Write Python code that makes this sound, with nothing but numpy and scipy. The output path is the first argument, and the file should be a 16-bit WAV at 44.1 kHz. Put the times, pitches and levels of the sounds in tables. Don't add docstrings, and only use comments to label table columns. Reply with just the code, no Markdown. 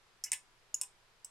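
import sys
import numpy as np
from scipy import signal
from scipy.fft import rfft, irfft, next_fast_len
from scipy.io import wavfile

SR = 44100
rng = np.random.default_rng(int(sys.argv[2]) if len(sys.argv) > 2 else 0)


def generate_wav(signal):
    frames = np.transpose(np.atleast_2d(signal))
    scaled = np.clip(frames, -1, 1) * 32767
    pcm = np.round(scaled).astype(np.int16)
    wavfile.write(sys.argv[1], SR, pcm)


N = 57330

# t/s, disc, ring level/dB, clatter level/dB, crack level/dB, board level/dB
KICK_CUES = [(.2378, "row", -37.5, -50, -45, -57), (.2393, "row", -33.5, -32, -33.5, -64),
             (0.2463, "row", -46, -42, -35, -54.5), (.2612, "row", -48.5, -46.5, -39.5, -51),
             (.2702, "row", -54, -60, -52, -78), (0.7431, "middle", -25, -31, -27.5, -69),
             (1.2459, "left", -40, -40.5, -52, -87)]
# the same columns, then board clatter level/dB
STOP_CUES = [(.318, "row", -27.5, -31, -19, -41, -41.5), (0.3304, "row", -35.5, -28.5, -28, -36.5, -40),
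             (0.8134, "middle", -27.5, -30, -24.5, -45.5, -60),
             (0.8338, "middle", -39.5, -53, -35.5, -50.5, -62.5)]
# t/s, length/s, level/dB
SWING_CUES = [(0.259, .031, -59)]
KICK_MODES = { "row": [(5280, 3.5, .045), (5150, -8, .05), (5710, 0, .05), (6020, -3.5, .04),
              (6880, -5, .045), (7200, -2, .045), (7370, -2.5, 0.055), (7700, -3, 0.027),
              (9430, -17, 0.059), (10240, -30, .04)], "middle": [(2860, -22.5, 0.053), (5350, -13, 0.043),
              (5360, -7.5, 0.038), (6710, 0, 0.022), (6860, 3.5, 0.027), (7350, -1.5, .03),
              (9230, -10.5, .035), (10800, -19, 0.09), (11240, -26, 0.044)], "left": [(2930, -22, 0.047),
              (5330, -3.5, 0.022), (6180, -15, 0.082), (7770, -10.5, .04), (7690, -3.5, 0.037),
              (8050, -4, 0.058), (8700, -19, .04), (9280, -14, 0.044)]}
STOP_MODES = { "row": [(5130, -2, .05), (5500, -3, 0.14), (6900, 0.5, 0.028), (7170, -23, .04),
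              (7575, -11, .05), (7980, -11, .04), (8215, 11, .035), (8330, -9, .045), (8450, 13, .025),
              (9060, 2, .04), (9225, 4.5, 0.085), (9530, -11, 0.032), (9350, -16, .035)],
              "middle": [(5480, 0.5, 0.03), (5600, -34, .045), (6230, -0.5, 0.032), (7230, 5.5, 0.022),
              (7130, 3, 0.021), (7760, -2, 0.051), (8080, -0.5, 0.034), (8170, 2.5, 0.019),
              (8490, -0.5, .04), (9100, -20, .04), (9470, 1.5, 0.041), (11720, -8, 0.05)]}
BOARD_MODES = { "row": [(850, -17.5, .09), (943, -25, .1), (1736, -6, .08), (2033, 1, 0.049),
               (2194, -0.5, .06), (2237, -3.5, .06), (2582, -6.5, 0.12), (2946, -5, .06), (3360, -14, .05)],
               "middle": [(807, -10.5, .1), (990, -3, 0.066), (1532, -12.5, 0.09), (2543, 1, 0.062),
               (2628, 0.5, 0.042), (2860, 3.5, 0.045), (3350, -4.5, 0.068), (3614, -1.5, 0.03)]}
KICK_CLATTER = { "row": [(1200, -34), (1650, -13.5), (2800, -25), (4400, -26), (5100, -5.5), (7300, 0),
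                (9400, -3.5), (11300, -8.5), (13000, -15.5), (15500, -24)], "middle": [(1500, -45),
                (2300, -37), (2900, -18), (4500, -37), (5200, -0.5), (5900, -11.5), (6900, 7.5),
                (7900, -6.5), (9400, -9.5), (11300, -12.5), (13000, -21), (15500, -26)],
                "left": [(1500, -45), (4500, -37.5), (5200, -3), (6900, -10.5), (7900, 7), (8600, -3),
                (9400, -3), (11000, -16.5), (15500, -19.5)]}
STOP_CLATTER = { "row": [(600, -39), (2500, -32.5), (4700, -20), (5280, -1.5), (5800, -13), (6400, -10.5),
                (7200, 1.5), (8350, 0.5), (9500, -1.5), (11300, -10.5), (13200, -18.5), (15500, -27)],
                "middle": [(600, -45), (2500, -28), (4600, -27), (5200, -2), (6300, -13), (7300, 6),
                (8400, -2), (9500, -2), (11300, -8), (13200, -18), (15500, -24)]}
# f/Hz, relative level/dB
BOARD_CLATTER = [(300, -52), (650, -25), (920, 0.5), (1200, -29.5), (1450, -11.5), (1700, -1), (2150, -3.5),
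                 (2700, 0.5), (3100, -4), (3600, -5.5), (4000, -7.5), (6000, -21)]
# f/Hz, half-width/Hz, relative level/dB
PIVOT_TONES = [(2060, 34, -4.5), (2170, 200, 2.5), (2883, 29, 6)]
# f/Hz, t60/s
ROOM_T60 = [(500, 0.17), (2500, 0.16), (5300, 0.17), (8000, 0.18), (15000, 0.12)]
# f/Hz, level/dB
ROOM_COLOUR = [(800, 5), (2500, -1), (5300, 0), (7500, -1), (11000, 0), (15000, -1)]
# f/Hz, side over mid level/dB
CLICK_WIDTH = [(1000, -36), (4000, -26), (8000, -11), (13000, -5)]
# f/Hz, left over right level/dB
BALANCE = [(1000, 0), (5000, -0.5), (9000, -0.6), (13000, -3.5)]
# f/Hz, relative level/dB
AIR_COLOUR = [(25, 1.5), (50, -12), (100, -12), (190, -15), (290, -18.5), (370, -11.5), (650, -12.5),
              (900, -11), (1250, -11.5), (2500, -15.5), (4000, -18), (8000, -25.5), (12000, -30.5),
              (13500, -41), (16000, -57.5)]
# f/Hz, side over mid level/dB
AIR_WIDTH = [(30, -8), (100, -3), (400, -10), (1500, -2), (5000, 0), (12000, -1)]

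KICK_T60_S, STOP_T60_S, BOARD_T60_S, CRACK_T60_S = .035, .04, .082, .0056
RING_ATTACK_S, BOARD_ATTACK_S, CLATTER_ATTACK_S, CRACK_ATTACK_S = .00033, .001, .0004, .0001
MODE_SCATTER_DB, PHASE_SCATTER_CYCLES = .5, .45
DISC_BLUR_HZ, BOARD_BLUR_HZ, BLUR_TIME_S = 73.4, 18, .0027
RADIATE_HZ = 680
RING_SEND_DB = -4.5
ROOM_DB, ROOM_ONSET_S, ROOM_SIDE_DB = -11, .0063, -6
AIR_DB, HUM_HZ, HUM_DB = -69.5, 121.4, -86
FAN_HZ, FAN_DB, WHINE_HZ, WHINE_DB = 998, -84.5, 4940, -87
TOP_HZ = 15950
T = np.arange(int(SR * .3)) / SR


def coil_kicks():
    track = np.zeros((2, N))
    for start_s, disc, *levels in KICK_CUES:
        tick = hit(KICK_MODES[disc], BOARD_MODES["row"], KICK_CLATTER[disc], KICK_T60_S, *levels)
        add(track, start_s, tick)
    return track


def stop_slaps():
    track = np.zeros((2, N))
    for start_s, disc, *levels, shake_db in STOP_CUES:
        slap = hit(STOP_MODES[disc], BOARD_MODES[disc], STOP_CLATTER[disc], STOP_T60_S, *levels)
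        shake = amp(shake_db) * noise(BOARD_CLATTER, len(T)) * fade(BOARD_T60_S, BOARD_ATTACK_S)
        add(track, start_s, slap + shake)
    return track


def hit(disc_modes, board_modes, colour, clatter_t60_s, ring_db, clatter_db, crack_db, board_db):
    disc = amp(ring_db) * ring(disc_modes, RING_ATTACK_S, DISC_BLUR_HZ)
    clatter = amp(clatter_db) * noise(colour, len(T)) * fade(clatter_t60_s, CLATTER_ATTACK_S)
    crack = amp(crack_db) * noise(colour, len(T)) * fade(CRACK_T60_S, CRACK_ATTACK_S)
    board = amp(board_db) * ring(board_modes, BOARD_ATTACK_S, BOARD_BLUR_HZ)
    knock = clatter + crack + board
    return np.array([disc + knock, amp(RING_SEND_DB) * disc + knock])


def ring(modes, attack_s, blur_hz):
    hz, db, t60 = np.transpose(modes)[:, :, None]
    gain = amp(db + MODE_SCATTER_DB * rng.standard_normal(db.shape))
    pole = np.exp(-1 / (SR * BLUR_TIME_S))
    drift = unit(signal.lfilter([1], [1, -pole], rng.standard_normal((len(hz), len(T)))))
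    start_phase = PHASE_SCATTER_CYCLES * rng.random(hz.shape)
    cycles = hz * T + blur_hz * np.cumsum(drift, 1) / SR + start_phase
    partials = gain * np.sin(2 * np.pi * cycles) * fade(t60, attack_s)
    return np.sum(partials, 0) * np.sqrt(2) / np.linalg.norm(gain)


def pivot_whirr():
    track = np.zeros((2, N))
    for start_s, length_s, db in SWING_CUES:
        n = int(length_s * SR)
        whirr = sum(amp(level) * unit(fuzzy_tone(hz, width)[:n]) for hz, width, level in PIVOT_TONES)
        add(track, start_s, amp(db) * unit(whirr) * signal.windows.tukey(n, .2))
    return track


def in_room(feeds):
    low_cut = signal.butter(N=4, Wn=RADIATE_HZ, btype="high", fs=SR, output="sos")
    direct, send = signal.sosfilt(low_cut, feeds)
    mid = direct + room_reverb(send)
    spread = filtered(direct, lambda hz: 1j * amp(along(CLICK_WIDTH, hz)))
    side = spread + amp(ROOM_SIDE_DB) * room_reverb(send)
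    stereo = np.array([mid + side, mid - side])
    return filtered(stereo, lambda hz: amp(np.outer([.5, -.5], along(BALANCE, hz))))


def room_reverb(send):
    hz, t, spectrum = signal.stft(rng.standard_normal(len(T)), SR, nperseg=256)
    decay = np.exp(-np.log(1000) * t / along(ROOM_T60, hz)[:, None])
    tail = signal.istft(spectrum * decay, SR, nperseg=256)[1][:len(T)]
    tail *= 1 - np.exp(-(T / ROOM_ONSET_S) ** 2)
    tail = filtered(tail / np.linalg.norm(tail), lambda hz: amp(along(ROOM_COLOUR, hz)))
    return amp(ROOM_DB) * signal.fftconvolve(send, tail)[:N]


def room_tone():
    fan = amp(FAN_DB) * fuzzy_tone(FAN_HZ, half_width_hz=16)
    whine = amp(WHINE_DB) * fuzzy_tone(WHINE_HZ, half_width_hz=61)
    hum = amp(HUM_DB) * unit(np.sin(2 * np.pi * HUM_HZ * np.arange(N) / SR))
    mid = amp(AIR_DB) * noise(AIR_COLOUR, N) + fan + whine + hum
    side = amp(AIR_DB) * filtered(noise(AIR_COLOUR, N), lambda hz: amp(along(AIR_WIDTH, hz)))
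    return np.array([mid + side, mid - side])


def fuzzy_tone(centre_hz, half_width_hz):
    white = rng.standard_normal(N)
    return unit(filtered(white, lambda hz: 1 / (1 + ((hz - centre_hz) / half_width_hz) ** 2)))


def noise(colour, size):
    return unit(filtered(rng.standard_normal(size), lambda hz: amp(along(colour, hz))))


def fade(t60, attack_s):
    return np.exp(-np.log(1000) * T / t60) * (1 - np.exp(-T / attack_s))


def filtered(x, response):
    n = x.shape[-1]
    padded = next_fast_len(n + 4096)
    return irfft(rfft(x, padded) * response(np.fft.rfftfreq(padded, 1 / SR)), padded)[..., :n]


def along(points, hz):
    freqs, values = np.transpose(points)
    return np.interp(np.log(hz + 1), np.log(freqs + 1), values)


def add(track, start_s, sound):
    part = track[..., round(start_s * SR):][..., :sound.shape[-1]]
    part += sound[..., :part.shape[-1]]


def amp(db):
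    return 10 ** (np.asarray(db) / 20)


def unit(x):
    return x / np.sqrt(np.mean(x ** 2) + 1e-20)


def scene():
    return in_room(coil_kicks() + pivot_whirr() + stop_slaps()) + room_tone()


def record(dry):
    return filtered(dry, lambda hz: 1 / np.sqrt(1 + (hz / TOP_HZ) ** 140))


dry = scene()
out = record(dry)
generate_wav(out)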